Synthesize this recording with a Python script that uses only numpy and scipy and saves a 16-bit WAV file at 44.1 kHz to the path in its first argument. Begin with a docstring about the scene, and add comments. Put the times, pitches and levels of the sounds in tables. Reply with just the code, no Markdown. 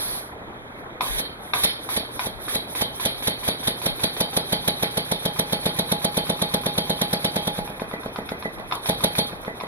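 """A small two-stroke compressed-air engine on a workshop bench, close to a camera's stereo microphone.
First a little air escapes over the hum of the room. Then, on each turn, a solenoid valve clacks and
feeds the cylinder, air leaks past the piston, and the exhaust port opens with a pop and a blast.
The engine gathers speed until 7.5 s, then runs short of air and slows, the port only sucking.
Around 9 s it pops strongly again for a few turns, and at the end it sucks once more."""
import sys
import numpy as np
from scipy import signal
from scipy.fft import rfft, irfft, next_fast_len
from scipy.io import wavfile
from scipy.ndimage import uniform_filter1d

SR = 44100
rng = np.random.default_rng(int(sys.argv[2]) if len(sys.argv) > 2 else 0)


def output_pcm(signal):
    """Save a mono or channel-first signal as 16-bit PCM at the path in sys.argv[1].

    Samples are clipped to [-1, 1] before scaling.
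    """
    pcm = np.clip(np.atleast_2d(signal).T, -1, 1) * 32767
    wavfile.write(sys.argv[1], SR, np.round(pcm).astype(np.int16))


N = 426447
TIME = np.arange(N) / SR

# Levels in the tables are relative; each source sets its own gain.
# flywheel (time [s], speed [turns/s])
FLYWHEEL_SPEED = [(1.2028, 1.806), (1.5, 2.349), (1.95, 3.391), (2.35, 3.407), (2.55, 3.57), (3.4, 4.883),
                  (4.4, 6.303), (5.25, 7.246), (5.9, 7.797), (6.75, 8.409), (7.4, 8.82), (7.5, 9.109),
                  (8.05, 8.058), (8.6, 6.839), (8.75, 6.111), (8.85, 7.382), (8.95, 6.632), (9.25, 7.136),
                  (9.67, 6.164)]
# charge as the port opens (time [s], pop size [linear, negative for suction], air level [dB])
CYLINDER_CHARGE = [(1.2, 0.074, -38), (1.65, 0.12, -28), (1.98, 0.14, -34.5), (2.27, 0.11, -42),
                   (2.559, 0.15, -32.5), (3.06, 0.19, -30.5), (4.1, 0.22, -30.5), (5.1, 0.22, -32.5),
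                   (6.25, 0.29, -32.5), (6.8, 0.24, -32.5), (7.3, 0.26, -31), (7.48, 0.21, -35.5),
                   (7.59, 0.16, -47), (7.7, 0.07, -56), (7.82, -0.16, -50.5), (8.46, -0.15, -52.5),
                   (8.6, -0.068, -57), (8.755, -0.032, -43), (8.9, 0.29, -30.5), (9.191, 0.29, -29),
                   (9.33, 0.052, -62), (9.48, -0.14, -59), (9.64, -0.11, -50)]
# ringing parts (frequency [Hz], level [dB], time to fall 60 dB [s])
ENGINE_BENCH_MODES = [(77, -29, 0.065), (137, -38, 0.12), (167.2, 2, 0.14), (202, 8.5, 0.032),
                      (272, 8, 0.029), (338, -7, 0.085), (468, -14, 0.19), (505.8, 0.5, 0.12),
                      (569, 2.5, 0.07), (613, -7, 0.17), (670, -4, 0.11), (716, 6.5, 0.05),
                      (887, 19, 0.019), (1115, 2, 0.047), (1103, 3, 0.0065)]
WHEEL_MODES = [(800, -4, .08), (827, 1, .2), (856, -5, .07)]
SOLENOID_MODES = [(866, -4, 0.022), (976, 5.5, 0.01), (1010, 5, 0.018), (1130, 3, 0.018),
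                  (1220, -5.5, 0.0086), (1410, -1.5, 0.0096), (2060, -4.5, 0.009), (2284, 7.5, 0.0048),
                  (3503, 3, 0.0034), (4108, -9.5, 0.0082), (5130, -1, 0.008)]
# resonances of port and fins (frequency [Hz], width [Hz], level [dB])
PORT_RESONANCES = [(3192, 170, 10), (3610, 66, -0.5), (3430, 68, -8), (3670, 140, 11), (3940, 37, 13.5),
                   (4310, 40, 6.5), (4620, 69, 12.5), (5350, 98, 17)]
# whistle at the port edge on suction (time [s], level [dB])
SUCTION_LEVELS = [(7.82, -36), (7.94, -25), (8.06, -43), (8.19, -33), (8.32, -30), (8.46, -24), (8.6, -28),
                  (9.48, -24), (9.64, -27)]
# valve stroke before each port opening (opening time [s], clack level [dB], feed level [dB])
VALVE_LEVELS = [(1.2, -6.5, -28.5), (1.65, -8.5, -26), (1.98, -14, -28), (2.27, -11, -30),
                (2.56, -15.5, -27.5), (3.3, -21.5, -28), (4.0, -21.5, -30.5), (5.1, -28, -34.5),
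                (6.1, -24, -30), (6.6, -22, -35), (7.59, -30, -33.5), (7.7, -23.5, -52), (7.82, -20, -40.5),
                (7.94, -21.5, -44), (8.06, -19, -43), (8.19, -15.5, -41), (8.32, -17, -40),
                (8.46, -17, -45), (8.6, -23.5, -47), (8.755, -19, -51), (8.9, -14.5, -25.5),
                (9.05, -20.5, -33), (9.19, -19, -28), (9.33, -27, -60), (9.48, -20, -44),
                (9.64, -17.5, -62)]
# how early the valve strikes (opening time [s], advance [turns])
VALVE_ADVANCE = [(1.2028, .3248), (1.65, .259), (1.98, .269), (2.27, .265), (2.56, .269), (2.82, .275),
                 (3.3, .272), (3.7, .281), (7.59, .282), (7.7, .254), (7.82, .2), (7.94, .226),
                 (8.46, .236), (8.6, .11), (8.755, .274), (8.9, .283), (9.05, .278), (9.33, .274),
                 (9.48, .221), (9.64, .178)]
# extra valve strikes in mid-stroke (time [s], clack level [dB], feed level [dB])
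VALVE_RESTRIKES = [(8.7221, -7.5, -37), (9.601, -19.5, -45)]
# leak past the piston rings (position after the opening [turns], level [dB])
LEAK_CYCLE = [(.4, -54), (.52, -43), (.57, -41), (.66, -42), (.8, -53), (.97, -56), (1, -68)]
# air escaping before the first stroke (time [s], level [dB])
ESCAPE_LEVELS = [(0.0, -47.5), (0.038, -49.5), (0.172, -52), (0.274, -68.5), (0.362, -84), (0.756, -81),
                 (0.796, -71), (0.834, -87), (1.0, -87.5)]
# noise spectra, each named for its source (frequency [Hz], density [dB])
BLAST_SPECTRUM = [(150, -23), (500, 10.5), (2000, -2), (3700, -8), (5400, 0), (7000, 7.5), (11000, 6.5),
                  (16000, 18)]
BLOWDOWN_SPECTRUM = [(300, -27), (900, 0), (2000, 9), (3000, 1.5), (3700, -8.5), (4400, 8.5), (5600, -11),
                     (7000, -8), (11000, 12.5), (16000, -32)]
SUCTION_SPECTRUM = [(1500, -22), (1880, -6), (1990, 6), (2100, -16), (2600, -46)]
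FEED_SPECTRUM = [(500, -63), (1500, 20.5), (2500, 13.5), (3600, 7), (4450, 9.5), (4600, 22), (4750, 10),
                 (7000, 24.5), (11000, 22), (16000, 38.5)]
LEAK_SPECTRUM = [(1000, 0), (4000, 1), (7000, 14), (11000, 17), (16000, 25)]
ESCAPE_SPECTRUM = [(1000, 11), (3000, -4), (3700, -8), (4550, 6), (5400, 4), (7000, 8.5), (11000, 13),
                   (16000, 17)]
BEARING_SPECTRUM = [(150, -30), (400, -10), (760, 34), (835, 28), (900, 2), (1500, -27), (2500, 27),
                    (4000, -31.5), (5500, 19), (7500, -21), (14000, -26)]
ROOM_SPECTRUM = [(15, -40), (28, -22), (65, 7.5), (100, 0.5), (200, 1), (420, -0.5), (900, -7.5),
                 (1800, -21), (3500, -45), (8000, -60), (16000, -82)]
RUMBLE_SPECTRUM = [(12, -27), (25, 23.5), (45, 33), (90, -39.5)]
# mains hum (frequency [Hz], level [dB])
MAINS_HUM = [(119.6, -45.5), (239.5, -58.5)]
# swells of rumble on the left of the microphone (time [s], rise [dB])
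RUMBLE_SWELLS = [(.08, 17), (1.13, 25), (2.38, 19), (3.95, 14)]
# reflections off the bench and near walls (delay [s], level [dB])
NEAR_ECHOES = [(.0048, -14), (.0095, -11), (.0156, -14), (.0229, -13), (.029, -16), (.0337, -16),
               (.0602, -17)]
# workshop reverberation (frequency [Hz], time to fall 60 dB [s])
ROOM_DECAY = [(150, 0.53), (800, 0.31), (4000, 0.046), (12000, 0.19)]
# microphone in its housing (frequency [Hz], gain [dB])
MIC_RESPONSE = [(30, -13.5), (1000, 1.5), (2400, 8), (2820, -0.5), (3250, 16), (3800, 20), (4700, 2.5),
                (5000, -2), (5400, 1), (7400, -17.5), (9000, -11), (10200, 1.5), (12000, -4),
                (15000, -36.5)]
# stereo width (frequency [Hz], side gain [dB])
SIDE_GAIN = [(60, -36), (110, -17), (200, -18.5), (380, -11.5), (700, -5), (1290, 1.5), (2380, 9.5),
             (4400, 8.5), (8120, 10), (15000, 12)]
# microphone balance (frequency [Hz], left minus right [dB])
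MIC_BALANCE = [(100, -2.5), (500, 0.5), (1200, 0.5), (2400, -3), (4200, -0.5), (8100, 0), (10500, -5),
               (13000, 0.5)]

POP_SCATTER_DB, AIR_SCATTER_DB, CLACK_SCATTER_DB = .4, 1.3, 1.2  # stroke to stroke
RING_SCATTER_DB, PORT_SCATTER_DB = 1.5, 3
RING_DRIFT, PORT_DRIFT = .0051, .012  # share of pitch, stroke to stroke
FIRST_TURN_S, LAST_TURN_S = .6, .154  # before the first and after the last port opening
SHRILL_S, SHRILL_DB = 1.65, 12  # one slow, full stroke on which the top port resonance sings


def exhaust():
    """The exhaust port, close up: each opening gives a pop and a rush of air, and the room answers."""
    ports, periods = openings()
    leads = .0061 + .029 * periods  # a slower piston uncovers the port earlier
    sizes, air_db = at(CYLINDER_CHARGE, ports)
    pop_luck, hiss_luck, blast_luck = rng.standard_normal((len(ports), 3)).T
    sizes = sizes * amp(POP_SCATTER_DB * pop_luck)
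    pop = pops(ports, periods, leads, sizes)
    rush = blast(ports, leads, sizes, air_db + AIR_SCATTER_DB * blast_luck)
    rush += blowdown(ports, periods, leads, air_db + AIR_SCATTER_DB * hiss_luck)
    rush += suction(ports, leads, sizes)
    pop = pop + sum(amp(db) * np.roll(pop, round(s * SR), axis=1) for s, db in NEAR_ECHOES)
    return pop + amp(-17) * walls(pop) + rush + amp(-15.5) * walls(rush)


def pops(ports, periods, leads, sizes):
    """Pressure pulses ring engine and bench; the wheel rings harder the faster it is driven."""
    pulses, body, wheel = np.zeros((3, N))
    for s, period, lead, size in zip(ports, periods, leads, sizes):
        pulse = size * pressure_pulse(lead, charged=size > 0)
        add(pulses, s - lead, pulse)
        detune = [1 + RING_DRIFT * rng.normal(), 1, 1]
        body_ring = ring(np.multiply(ENGINE_BENCH_MODES, detune), RING_SCATTER_DB, attack_s=.000098)
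        add(body, s - lead, signal.fftconvolve(pulse, body_ring))
        drive = max(size, 0) * amp(-19) / (8 * period) ** 1.34
        add(wheel, s, drive * ring(np.multiply(WHEEL_MODES, detune), RING_SCATTER_DB, attack_s=.003))
    mid = pulses + amp(-47) * body + wheel
    side = np.roll(amp(-46) * body + wheel, 17)  # the ringing reaches the sides a little later
    return np.array([mid, side])


def pressure_pulse(lead, charged):
    """Pressure at the port swells and snaps back; without a charge there is only a short lead-in."""
    age = TIME[:SR // 2]
    t = age - lead
    snap = .56 * bump(t - .001, .00032) - bump(t, .0002)
    if not charged:
        return .36 * bump(t + .0028, .0006) + snap
    onset = .39 * bump(t + .978 * lead, .00019) - .26 * bump(t + .61 * lead, .001)
    push = .52 * bump(t + .0026, .00059) + .041 * bump(t + .13 * lead, .33 * lead)
    backswing = -.019 * bump(t - .5 * lead, .88 * lead)
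    bench_kick = .021 * np.sin(2 * np.pi * 85 * age) * amp(-60 * age / .033)
    return onset + push + snap + backswing + bench_kick


def blast(ports, leads, sizes, levels_db):
    """A charge leaves as a turbulent jet that trails off; suction makes one short puff."""
    envelope = np.zeros(N)
    for s, lead, size, db in zip(ports, leads, sizes, levels_db):
        t = TIME[:SR // 2] - lead
        if size > 0:
            gust = .4 * bump(t + .74 * lead, .1 * lead) + .7 * bump(t + .3 * lead, .26 * lead)
            trail = .13 * (t > 0) * amp(-60 * t / .12)
            add(envelope, s - lead, amp(db + 3.5) * (gust + trail))
        else:
            add(envelope, s - lead, amp(db + .5) * .8 * bump(t + .0012, .0021))
    return envelope * air(BLAST_SPECTRUM, 9000, 13000, patchy_db=1.5)


def blowdown(ports, periods, leads, levels_db, hold_turns=.085):
    """The cylinder empties with a ringing hiss that surges, holds briefly and dies away."""
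    envelope = np.zeros(N)
    for s, period, lead, db in zip(ports, periods, leads, levels_db):
        t = TIME[:SR // 2] - lead
        rise = np.clip(1.4 + 2.1 * t / lead, 0, 1) ** 2
        surge = rise - .4 * bump(t - .001, .0015) + .4 * bump(t - .007, .003)
        decay_db = 60 * np.clip(t - hold_turns * period, 0, 1) / (.34 + .15 * period)
        add(envelope, s - lead, amp(db - 5.5 - decay_db) * surge)
    return envelope * port_resonance(air(BLOWDOWN_SPECTRUM, 3000, 5000, patchy_db=1.5), ports)


def port_resonance(hiss, ports):
    """Port and fins ring in the hiss, at new strengths and pitches on each stroke."""
    hz, t, spectra = signal.stft(hiss, SR, nperseg=1024)
    stroke = np.clip(np.searchsorted(ports, t + .02) - 1, 0, None)
    luck = rng.standard_normal((len(ports), 2, len(PORT_RESONANCES)))[stroke]
    lift_db, detune = PORT_SCATTER_DB * luck[:, 0], 1 + PORT_DRIFT * luck[:, 1]
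    lift_db[:, -1] += SHRILL_DB * (abs(t - SHRILL_S - 1 / 8) < 1 / 6)
    gain = 1
    for k, (centre, width, db) in enumerate(PORT_RESONANCES):
        offset = 2 * (hz[:, None] - centre * detune[:, k]) / width
        gain = gain + amp(db + lift_db[:, k]) / (1 + offset ** 2)
    gain /= np.sqrt(np.mean(gain[(hz > 3000) & (hz < 5000)] ** 2, axis=0))
    return signal.istft(spectra * gain, SR, nperseg=1024)[1][:, :N]


def suction(ports, leads, sizes):
    """An unfed cylinder draws air back in, with a breathy whistle at the port edge."""
    envelope, t = np.zeros(N), TIME[:SR // 2]
    gulp = amp(-60 * t / .26) * np.clip(t / .005, 0, 1)
    for s, lead, size, db in zip(ports, leads, sizes, *at(SUCTION_LEVELS, ports)):
        if size <= 0:
            add(envelope, s - lead, size * amp(db) * gulp)
    return envelope * air(SUCTION_SPECTRUM, 1500, 2600, patchy_db=.75)


def valve():
    """The solenoid clacks; air then rushes into the cylinder until the port opens."""
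    clacks, feed = np.zeros((2, N)), np.zeros(N)
    ports, periods = openings()
    advance, clacks_db, feeds_db = at(VALVE_ADVANCE, ports) + at(VALVE_LEVELS, ports)
    quick = periods < 1 / 4  # at speed the plunger lands less evenly
    clacks_db = clacks_db + CLACK_SCATTER_DB * quick * rng.standard_normal(len(ports))
    strikes = list(zip(ports - advance * periods, clacks_db, feeds_db)) + VALVE_RESTRIKES
    for s, clack_db, feed_db in strikes:
        add(clacks, s, amp([[clack_db - 7], [clack_db - 14]]) * plunger())
        open_s = ports[ports > s][0] - s
        t = TIME[:round((open_s + .1) * SR)]
        shutoff_db = 60 * np.clip(t - open_s, 0, 1) / .027
        add(feed, s, amp(feed_db - 16 - shutoff_db) * (1 - np.exp(-t / .0018)))
    sound = clacks + feed * air(FEED_SPECTRUM, 9000, 13000, patchy_db=1.5)
    return sound + amp(-2) * walls(sound)


def plunger():
    """The plunger lands and bounces on its stop, ringing the solenoid."""
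    bounces = amp(-60 * TIME[:SR // 20] / .016) * rng.standard_normal((2, SR // 20)) ** 3
    bounces[:, 0] = 7  # first landing
    metal = ring(SOLENOID_MODES, spread_db=.78, attack_s=.00029)
    knock = signal.fftconvolve(bounces, metal[None], axes=1)
    return knock / abs(knock).max(axis=1, keepdims=True)


def leaks(turns, unfed_db=-7):
    """Air escapes at the start, then seeps past the rings on each upstroke, less without a charge."""
    fade_in = np.clip(.71 * TIME - .6, .03, 1)
    unfed = at(CYLINDER_CHARGE, TIME)[0] < 0
    squeeze = fade_in * amp(at(LEAK_CYCLE, turns % 1)[0] - 16.5 + unfed_db * unfed)
    escape = amp(np.interp(TIME, *np.transpose(ESCAPE_LEVELS), right=-120))
    sound = squeeze * air(LEAK_SPECTRUM, 10100, 10450, patchy_db=3)
    sound += escape * air(ESCAPE_SPECTRUM, 10050, 10500, patchy_db=1.1)
    return sound + amp(-1) * walls(sound)


def bearings(turns):
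    """Bearings and wheel rush louder with speed."""
    speed = uniform_filter1d(np.gradient(turns) * SR, SR // 4)
    return amp(-78) * speed ** 1.08 * air(BEARING_SPECTRUM, 150, 14000, patchy_db=3.5)


def room_tone():
    """Behind the engine, the steady rush of the workshop and a mains hum."""
    hum = sum(amp(db) * np.sqrt(2) * np.sin(2 * np.pi * hz * TIME) for hz, db in MAINS_HUM)
    return amp(-40) * air(ROOM_SPECTRUM, 20, 16000, patchy_db=2.3) + hum


def rumble():
    """Low rumble, unrelated on the two sides of the microphone, with dull swells mostly on the left."""
    swell_db = sum(db * bump(TIME - s, .052) for s, db in RUMBLE_SWELLS)
    return amp(-53.5 + swell_db * [[1], [.3]]) * air(RUMBLE_SPECTRUM, 12, 90, patchy_db=4)


def walls(x):
    """The workshop's reverberation: each frequency dies at its own rate."""
    hz, t, spectra = signal.stft(rng.standard_normal((2, SR // 2)), SR, nperseg=256)
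    decay = amp(-60 * t / along(ROOM_DECAY, hz)[:, None])
    tail = signal.istft(spectra * decay, SR, nperseg=256)[1]
    delayed = np.pad(x, ((0, 0), (150, 0)))
    return signal.fftconvolve(delayed, tail / np.linalg.norm(tail[0]), axes=1)[:, :N]


def openings():
    """Times at which the port uncovers, once a turn, and the length of the turn before each."""
    s, speed = np.transpose(FLYWHEEL_SPEED)
    turns = np.cumsum(np.interp(TIME, s, speed) * (TIME >= s[0])) / SR
    ports = np.r_[s[0], np.interp(np.arange(1, int(turns[-1]) + 1), turns, TIME)]
    return ports, np.r_[FIRST_TURN_S, np.diff(ports)]


def crank_turns():
    """Crank position in turns, a whole number at each port opening."""
    ports = openings()[0]
    marks = np.r_[.2, ports, ports[-1] + LAST_TURN_S]
    return np.interp(TIME, marks, np.arange(len(marks)))


def air(spectrum, lo_hz, hi_hz, patchy_db):
    """Two unrelated turbulent noises, rms 1 between lo and hi as the microphone hears them."""
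    spectra = signal.stft(rng.standard_normal((2, N)), nperseg=256)[2]
    patches = uniform_filter1d(uniform_filter1d(rng.standard_normal(spectra.shape[1:]), 4, 0), 5, 1)
    noise = signal.istft(spectra * amp(patchy_db * patches / patches.std()), nperseg=256)[1][:, :N]
    noise = filtered(noise, lambda hz: amp(along(spectrum, hz)))
    band = filtered(noise[0], lambda hz: amp(along(MIC_RESPONSE, hz)) * (hz > lo_hz) * (hz < hi_hz))
    return noise / band.std()


def ring(modes, spread_db, attack_s):
    """Damped modes, struck at new strengths each time."""
    t = TIME[TIME < 1.5 * np.max(modes, axis=0)[-1]]
    return sum(amp(db + spread_db * rng.normal() - 60 * t / t60) * np.sin(2 * np.pi * hz * t)
               for hz, db, t60 in modes) * (1 - np.exp(-t / attack_s))


def bump(t, width):
    """Bell curve around t = 0."""
    return np.exp(-.5 * (t / width) ** 2)


def amp(db):
    """Gain of a level in dB."""
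    return 10 ** (np.asarray(db) / 20)


def at(rows, times):
    """Each column after the first, read at the given times."""
    s, *columns = np.transpose(rows)
    return [np.interp(times, s, column) for column in columns]


def along(points, hz):
    """A curve read on a log frequency axis."""
    frequencies, values = np.transpose(points)
    return np.interp(np.log(hz + 1), np.log(frequencies + 1), values)


def filtered(x, response):
    """x through a frequency response."""
    size = next_fast_len(N + SR // 2)
    return irfft(rfft(x, size) * response(np.fft.rfftfreq(size, 1 / SR)), size)[..., :N]


def add(track, s, sound):
    """Mixes a sound into the track from time s."""
    part = track[..., round(s * SR):][..., :sound.shape[-1]]
    part += sound[..., :part.shape[-1]]


def scene():
    """Engine and room arrive as mid and side: bass in the middle, treble mostly in opposite phase."""
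    turns = crank_turns()
    sources = exhaust() + valve() + leaks(turns) + bearings(turns) + room_tone()
    mid, side = filtered(sources, lambda hz: amp([0 * hz, along(SIDE_GAIN, hz)]))
    return np.array([mid + side, mid - side]) + rumble()


def record(dry, ceiling=.75, top_hz=15950):
    """The camera housing colours the treble and leans a little right; the circuit hisses, peaks round."""
    lean_db = lambda hz: along(MIC_BALANCE, hz) / 2 * [[1], [-1]]
    hiss = amp(-59.5) * rng.standard_normal(N) * [[1], [-1]]
    heard = filtered(dry, lambda hz: amp(along(MIC_RESPONSE, hz) + lean_db(hz))) + hiss
    rounded = heard / (1 + abs(heard / ceiling) ** 5) ** (1 / 5)
    return filtered(rounded, lambda hz: hz < top_hz)


dry = scene()
out = record(dry)
output_pcm(out)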